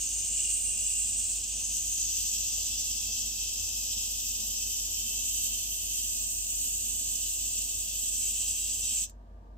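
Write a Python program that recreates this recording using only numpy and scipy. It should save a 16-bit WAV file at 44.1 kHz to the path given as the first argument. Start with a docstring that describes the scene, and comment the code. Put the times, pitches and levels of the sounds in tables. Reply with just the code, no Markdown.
"""Airbrush on paper

An airbrush sprays close under a phone in a small studio, until the trigger is let go and the valve
clicks shut. Its turbulent jet hisses, changing colour and place as the nozzle moves over the sheet;
the table and the walls answer. Behind it are steady background noise and the hum and throb of a small
compressor's motor and piston. A faint hollow drone swells once."""
import sys
import numpy as np
from scipy import signal
from scipy.fft import rfft, irfft, next_fast_len
from scipy.io import wavfile
from scipy.ndimage import uniform_filter1d, map_coordinates

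SR = 44100
rng = np.random.default_rng(int(sys.argv[2]) if len(sys.argv) > 2 else 0)


def master_out(mix):
    """Clip the mix to full scale and print it as 16-bit PCM to the path in sys.argv[1]."""
    frames = np.transpose(np.atleast_2d(mix))
    ceiling = np.clip(frames, -1, 1)
    pcm = np.round(ceiling * 32767).astype(np.int16)
    wavfile.write(sys.argv[1], SR, pcm)


N = 422209
TIME_S = np.arange(N) / SR


def amp(db):
    """dB to gain."""
    return 10 ** (np.asarray(db) / 20)


def unit(x):
    """Scale to rms 1."""
    return x / np.sqrt(np.mean(x ** 2) + 1e-20)


def at_hz(table, hz):
    """Interpolate (f, value) rows on a log axis."""
    f, values = np.transpose(table)
    return np.interp(np.log(hz + 1), np.log(f), values)


def at_time(table, t=TIME_S):
    """Interpolate (t, value) rows."""
    return np.interp(t, *np.transpose(table))


def gate(t, start, end, ramp_s):
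    """Trapezoid, half height at start and end."""
    return np.clip(np.minimum(t - start, end - t) / ramp_s + .5, 0, 1)


def wobble(rate_hz):
    """Smooth random curve, rate_hz knots a second."""
    knots = rng.standard_normal(int(N * rate_hz / SR) + 4)
    return map_coordinates(knots, [TIME_S * rate_hz], mode="nearest")


def bell(hz, centre, width):
    """Resonance curve, 1 at its centre."""
    return 1 / (1 + (2 * (hz - centre) / width) ** 2)


def filtered(x, response):
    """Apply a frequency response."""
    size = next_fast_len(N + 8192)
    return irfft(rfft(x, size) * response(np.fft.rfftfreq(size, 1 / SR)), size)[..., :N]


# Room field at the two microphones: f/Hz, left-right correlation
COHERENCE = [(50, .995), (85, .985), (180, .89), (350, .68), (650, .35), (900, -.2), (1200, -.6),
             (1800, -.3), (3000, 0)]
def half_angle(hz):
    """Half the left-right angle, in rad, that gives the room's correlation."""
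    return np.arccos(np.clip(at_hz(COHERENCE, hz), -1, 1)) / 2


def diffuse(response):
    """Stereo noise from all over the room, rms 1."""
    shares = lambda hz: response(hz) * [np.cos(half_angle(hz)), np.sin(half_angle(hz))]
    mid, side = filtered(rng.standard_normal((2, N)), shares)
    return unit(np.array([mid + side, mid - side]))


def room_tone(cycles, hz):
    """Sine of rms 1; the room shifts its phase at each microphone."""
    shift = half_angle(hz)
    return np.sqrt(2) * np.sin(2 * np.pi * (cycles + rng.random()) + np.array([[shift], [-shift]]))


# Background noise spectrum: f/Hz, relative density/dB
BACKGROUND_SPECTRUM = [(20, -3.5), (60, 4.5), (140, -7.5), (350, -10), (750, -12), (1100, -11.5),
                       (1350, -21.5), (1650, -13.5), (2000, -25.5), (3000, -27), (8000, -34), (10500, -41),
                       (15000, -39)]
def background(rms_db=-63.5):
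    """Steady diffuse noise."""
    return amp(rms_db) * diffuse(lambda hz: amp(at_hz(BACKGROUND_SPECTRUM, hz)))


def drone(start_s=6.53, end_s=7.33, rms_db=-70, centre_hz=299, width_hz=13):
    """A narrow, hollow noise band that swells once."""
    swell = amp(rms_db) * gate(TIME_S, start_s, end_s, ramp_s=0.097)
    return swell * diffuse(lambda hz: bell(hz, centre_hz, width_hz))


# Piston harmonics: multiple of the stroke rate, rms level/dB
PISTON_HARMONICS = [(2, -59), (3, -60), (5, -81), (6, -77), (7, -74), (8, -72), (11, -76), (12, -74.5),
                    (13, -79), (14, -81), (15, -81), (20, -79), (21, -76), (23, -76.5), (24, -77),
                    (25, -76), (26, -78), (28, -85)]
# Mains-driven motor hum: f/Hz, rms level/dB
MOTOR_HUM = [(48.9, -49.1), (97.8, -69), (120, -77), (240, -73)]
# Housing and table resonances: f/Hz, width/Hz, relative level/dB
HOUSING_MODES = [(87.6, 18.8, -0.5), (218.5, 44, -8), (242, 20, -13.5), (293, 8.6, -12.5),
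                 (465.7, 30, -14.5), (658, 180, -18.5), (920, 145, -18), (1187, 40, -17.5)]
def compressor(stroke_hz=27.33, drift=0.00081, waver_db=1.74, rumble_db=-59.0):
    """Piston throb and motor hum over a rumble of housing and table."""
    strokes = stroke_hz * np.cumsum(1 + drift * wobble(2.004)) / SR
    piston = 0
    for order, db in PISTON_HARMONICS:
        depth_db = waver_db * min(order / 10, 1)  # stroke shape varies: high orders waver most
        piston += amp(db + depth_db * wobble(2.8)) * room_tone(order * strokes, order * stroke_hz)
    motor = sum(amp(db) * room_tone(hz * TIME_S, hz) for hz, db in MOTOR_HUM)
    rumble = diffuse(lambda hz: sum(amp(db) * bell(hz, f, width) for f, width, db in HOUSING_MODES))
    return piston + motor + amp(rumble_db + 1.3 * wobble(8.8)) * rumble


# Wall reverberation: f/Hz, T60/s
WALL_DECAY = [(1000, 0.086), (6000, 0.12), (14000, 0.029)]
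def echoes(table_db=-10.5, walls_db=-6.5, table_t60_s=0.045, gap_s=.0012, even_hz=350):
    """Stereo impulse response: quick bounces off table and hands, then the walls."""
    hz, t, spectra = signal.stft(rng.standard_normal((2, SR // 4)), SR, nperseg=256)
    wall_decay = amp(-60 * t / at_hz(WALL_DECAY, hz)[:, None])
    walls = signal.istft(spectra * wall_decay, SR, nperseg=256)[1]
    length = walls.shape[1]
    table = rng.standard_normal(walls.shape) * amp(-60 * np.arange(length) / SR / table_t60_s)
    scaled = lambda x, db: amp(db) * x / np.linalg.norm(x, axis=1, keepdims=True)
    spectrum = rfft(scaled(table, table_db) + scaled(walls, walls_db))
    # Even out the broad colour, keep the fine ripple.
    power = np.abs(spectrum) ** 2
    smooth = lambda width_hz: np.abs(uniform_filter1d(power, int(width_hz * length / SR), axis=1))
    response = irfft(spectrum * np.sqrt(smooth(10 * even_hz) / smooth(even_hz)))
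    return np.pad(response[:, :length // 2], ((0, 0), (int(gap_s * SR), 0)))


# Microphone balance, left duller: f/Hz, left minus right/dB
MIC_BALANCE = [(2000, 0), (2550, 3), (3300, -2.5), (4200, 1), (5500, 1.5), (6200, -0.5), (6950, 3),
               (7650, 0.5), (8000, -5), (8450, -4.5), (8900, -9), (11400, -4), (13000, -9.5), (14200, -3),
               (15400, -6)]
# Phase turn from the phone's body: f/Hz, left lead/rad
MIC_PHASE = [(2000, 0), (2800, -.5), (3400, .6), (4300, .6), (4700, -.4), (5400, .8), (6050, -.8),
             (6800, .4), (7800, -.8), (8300, -.1), (11000, 0), (12500, 1.5), (14000, 2), (14600, 3.4),
             (15200, 1.4)]
def microphones(hz):
    """Left and right frequency response, constant total power."""
    balance = np.array([amp(at_hz(MIC_BALANCE, hz)), np.ones_like(hz)])
    turn = np.exp(np.array([[.5j], [-.5j]]) * at_hz(MIC_PHASE, hz))
    return np.sqrt(2) * turn * balance / np.linalg.norm(balance, axis=0)


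# Nozzle position: t/s, lead at the left microphone/ms
NOZZLE_LEAD = [(0, 0.017), (0.6, 0.018), (0.95, 0.031), (1.3, 0.006), (1.5, 0.019), (1.85, 0.049),
               (2.6, 0.045), (3.4, 0.047), (5.1, 0.066), (5.75, 0.074), (6.05, 0.074), (6.35, 0.096),
               (6.6, 0.075), (7.2, 0.055), (8.1, 0.053), (8.3, 0.035), (9, 0.038)]
def studio(source, direct_db=-2.0, patterns=12):
    """Direct path plus echoes, whose patterns crossfade as the hands move."""
    n = np.arange(N)
    half_lead = at_time(NOZZLE_LEAD) * SR / 2000  # samples
    direct = [map_coordinates(side, [n + sign * half_lead], order=5, mode="nearest")
              for side, sign in zip(source, (1, -1))]
    heard = amp(direct_db) * np.array(direct)
    for k in range(patterns):
        share = np.cos(np.pi / 2 * np.clip(n / N * (patterns - 1) - k, -1, 1))
        heard += signal.oaconvolve(share * source, echoes(), axes=1)[:, :N]
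    return filtered(heard, microphones)


# Valve seating: t/s, level before trim/dB
VALVE_SEAT = [(9.097, -39.5)]
# Tick spectrum: f/Hz, relative density/dB
TICK_SPECTRUM = [(1500, -34), (3800, -5), (6500, 6), (8500, 4), (10300, -20), (12500, -1), (15500, -9)]
def valve(t60_s=0.013, trim_db=-2.0):
    """One small dry tick of metal on its seat."""
    envelope = sum((TIME_S >= seat_s) * amp(db + trim_db - 60 * np.abs(TIME_S - seat_s) / t60_s)
                   for seat_s, db in VALVE_SEAT)
    tick = filtered(rng.standard_normal(N), lambda hz: amp(at_hz(TICK_SPECTRUM, hz)))
    return envelope * unit(tick)


def hand_tremor(shape, depth_db=0.81):
    """The unsteady hand wavers the colour: random dB patches, about 500 Hz by 0.2 s."""
    patches = rng.standard_normal(shape)
    for _ in range(2):
        patches = uniform_filter1d(uniform_filter1d(patches, size=5, axis=0), size=32, axis=1)
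    return depth_db * unit(patches)


# Hiss colour shifts: start t/s, end t/s, start f/Hz, end f/Hz, width/Hz, band lift/dB, fizz lift/dB
COLOUR_SHIFTS = [(-.1, 0.296, 6560, 6440, 850, 4.5, 3), (0.305, 1.364, 7700, 8240, 1000, 5.5, 1.5),
                 (0.325, 1.15, 2790, 2750, 360, 4.5, -0.5), (.5, 0.73, 8550, 8500, 700, 5, 3),
                 (.77, .95, 2830, 2760, 420, 1, 0), (.8, 1.49, 7650, 7720, 380, 3, 2),
                 (1.52, 2.05, 9500, 9650, 900, 12, -2), (1.534, 2.13, 6400, 6840, 900, 4.5, 2.5),
                 (1.94, 3.5, 5900, 6070, 250, 1.5, -1), (2.027, 5.15, 5170, 5500, 650, 4, -0.5),
                 (2.12, 5.16, 8400, 8380, 320, 5, 1), (2.2, 5.15, 6440, 6440, 240, -4, 0),
                 (2.2, 5.15, 6800, 6900, 400, 2, 0), (3.75, 5.2, 5900, 5900, 400, -2, 0),
                 (4.95, 6.103, 2950, 2860, 845, 2.5, 1), (5.13, 5.598, 7500, 7800, 1100, 1.5, -0.5),
                 (5.2, 7.89, 9100, 9200, 630, 2.5, 1), (5.963, 7.863, 7870, 7880, 650, 4, 0.4),
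                 (6.52, 7.6, 7100, 7400, 380, 3, 0), (6.501, 9.1, 5770, 6100, 600, -2.5, 0.5),
                 (7.958, 9.118, 7930, 8180, 900, 7, 0), (8.1, 8.498, 6940, 7060, 600, 3.5, 1),
                 (8.16, 9.12, 2680, 2750, 700, 2.5, 1), (8.17, 8.37, 2280, 2280, 220, 10, 1.5),
                 (8.5, 8.74, 2270, 2270, 200, 6, 0), (8.968, 9.1, 7200, 5200, 1000, 6, 0),
                 (8.93, 9.011, 2380, 2250, 280, 14, 0.5)]
def shift_colour(air, ramp_s=0.13, fizz_edge_hz=8330):
    """Bands of the hiss swell, dip or glide for a while; the fizz rises or falls with them."""
    hz, t, spectra = signal.stft(air, SR, nperseg=512)
    hz = hz[:, None]
    lift_db = hand_tremor(spectra.shape)
    for start, end, from_hz, to_hz, width_hz, band_db, fizz_db in COLOUR_SHIFTS:
        centre_hz = np.interp(t, (start, end), (from_hz, to_hz))
        colour_db = band_db * bell(hz, centre_hz, width_hz) + fizz_db * (hz > fizz_edge_hz)
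        lift_db += gate(t, start, end, ramp_s) * colour_db
    return signal.istft(spectra * amp(lift_db), SR, nperseg=512)[1][:, :N]


# Hand position: t/s, reach (0 held back, 1 over the drawing)
HAND_REACH = [(0, 0.42), (0.34, 0.08), (1.24, 0.31), (1.7, 0.55), (2.17, 0.74), (3.45, 0.84), (4.7, 0.83),
              (5.4, 0.73), (6.36, 0.61), (7.3, 0.62), (7.94, 0.74), (8.5, 0.8), (9, 0.8)]
def plume(band, spread):
    """Noise of rms 1, coloured by reach. The plume is long: each microphone has its own share, spread."""
    noise = np.sqrt(1 - spread) * rng.standard_normal(N) + np.sqrt(spread) * rng.standard_normal((2, N))
    hz, t, spectra = signal.stft(noise, SR, nperseg=512)
    back_db, over_db = (at_hz(np.array(band)[:, [0, k]], hz)[:, None] for k in (1, 2))
    gain = amp(back_db + at_time(HAND_REACH, t) * (over_db - back_db))
    gain /= np.linalg.norm(gain, axis=0)
    return unit(signal.istft(spectra * gain, SR, nperseg=512)[1][:, :N])


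# Low, middle and high jet bands: f/Hz, relative density held back/dB, same over the drawing/dB
RUSH_BAND = [(1290, -51, -49), (1550, -24, -35.5), (2035, -23.5, -30.5), (2493, -2, -22.5),
             (2520, -7, -0.5), (2890, 2, -4), (3040, -3.5, 1.5), (3430, -7.5, -1), (3950, -8.5, -4),
             (4620, -6, -2.5), (5230, -2.5, 0.3), (6230, -9, 2.5), (6680, -10.5, -12.5), (8000, -59.5, -44)]
HISS_BAND = [(4500, -44, -48.5), (5610, -19, -11), (5960, -7, 0), (6600, 0, -1.5), (7000, 1, -1.9),
             (7460, -0.5, 0), (8080, 1.5, -1), (8200, 3, -8.5), (8380, 2, -12), (9010, -2.5, -11),
             (9210, -16, -13.5), (9770, -22.5, -18.5), (9770, -51, -18.5), (11600, -79, -58)]
FIZZ_BAND = [(9030, -39, -47), (10630, -40.5, -14), (11150, -33, -1), (11900, -14.5, -3.5),
             (12300, -1.5, -2), (13100, 3, 3), (13500, -6, -5.5), (14100, -1.5, -7), (14950, 0.5, -4.5),
             (15400, 2.5, -2.5), (17100, -33, -30)]
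# Air flow set by the trigger finger: t/s, relative level/dB
TRIGGER_FLOW = [(0, -1.5), (0.27, -0.8), (0.39, 1.5), (0.62, -2.1), (0.76, -0.6), (0.88, -0.5),
                (1.21, -1.5), (1.58, -2.6), (2.05, 0), (2.2, 0.9), (2.5, 0.2), (3.03, -0.45), (3.45, -2.2),
                (3.95, -1), (4.2, -1), (4.6, -0.5), (5.07, -0.5), (5.37, 1), (5.62, -0.7), (5.72, -0.2),
                (5.82, -0.5), (5.93, 0), (6.42, -1), (6.6, -0.4), (7.05, -0.5), (7.3, -0.9), (8.02, -1.1),
                (8.25, -2), (8.75, -2), (9.02, -1)]
# Narrow fixed peaks that ring in the hiss: f/Hz, width/Hz, lift/dB
HISS_PEAKS = [(2766, 80, 2), (4960, 60, 2.8), (5130, 70, 1.5), (5387, 59, 2.5), (5565, 36, 4.5),
              (5995, 48, 3.2), (6250, 156, 1.3), (6766, 90, 1.7), (7299, 70, 3.2), (7560, 70, 1),
              (7825, 56, 2.3), (8835, 90, 3.8)]
def jet(release_s=9.04, closing_db_per_s=950, bleed_db=-26):
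    """Turbulent air. On release the pressure collapses; a little bleeds until the valve seats."""
    flow_db, reach, lead_ms = map(at_time, (TRIGGER_FLOW, HAND_REACH, NOZZLE_LEAD))
    rush = amp(-44.5 + 7.15 * reach - 32.5 * lead_ms + 0.41 * wobble(12)) * plume(RUSH_BAND, spread=0.24)
    hiss = amp(-33 + 0.3 * reach - 26 * lead_ms + 0.14 * wobble(15)) * plume(HISS_BAND, spread=0.34)
    fizz = amp(-53.5 + 9.8 * reach + 61 * lead_ms + 0.85 * wobble(18)) * plume(FIZZ_BAND, spread=0.62)
    flutter_db = 0.59 * wobble(45)  # paint leaves the needle unevenly
    air = shift_colour(amp(flow_db) * (rush + hiss + fizz)) * amp(flutter_db)
    air = filtered(air, lambda hz: amp(sum(db * bell(hz, f, width) for f, width, db in HISS_PEAKS)))
    pressure = amp(-closing_db_per_s * np.maximum(TIME_S - release_s, 0))
    bleed = amp(bleed_db) * (TIME_S < VALVE_SEAT[0][0])
    return air * np.maximum(pressure, bleed)


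def scene():
    """Airbrush in the studio over compressor, drone and background noise."""
    return studio(jet() + valve()) + compressor() + drone() + background()


def record(dry, top_hz=15600):
    """The phone's steep band limit."""
    return filtered(dry, lambda hz: 1 / (1 + (hz / top_hz) ** 500))


dry = scene()
out = record(dry)
master_out(out)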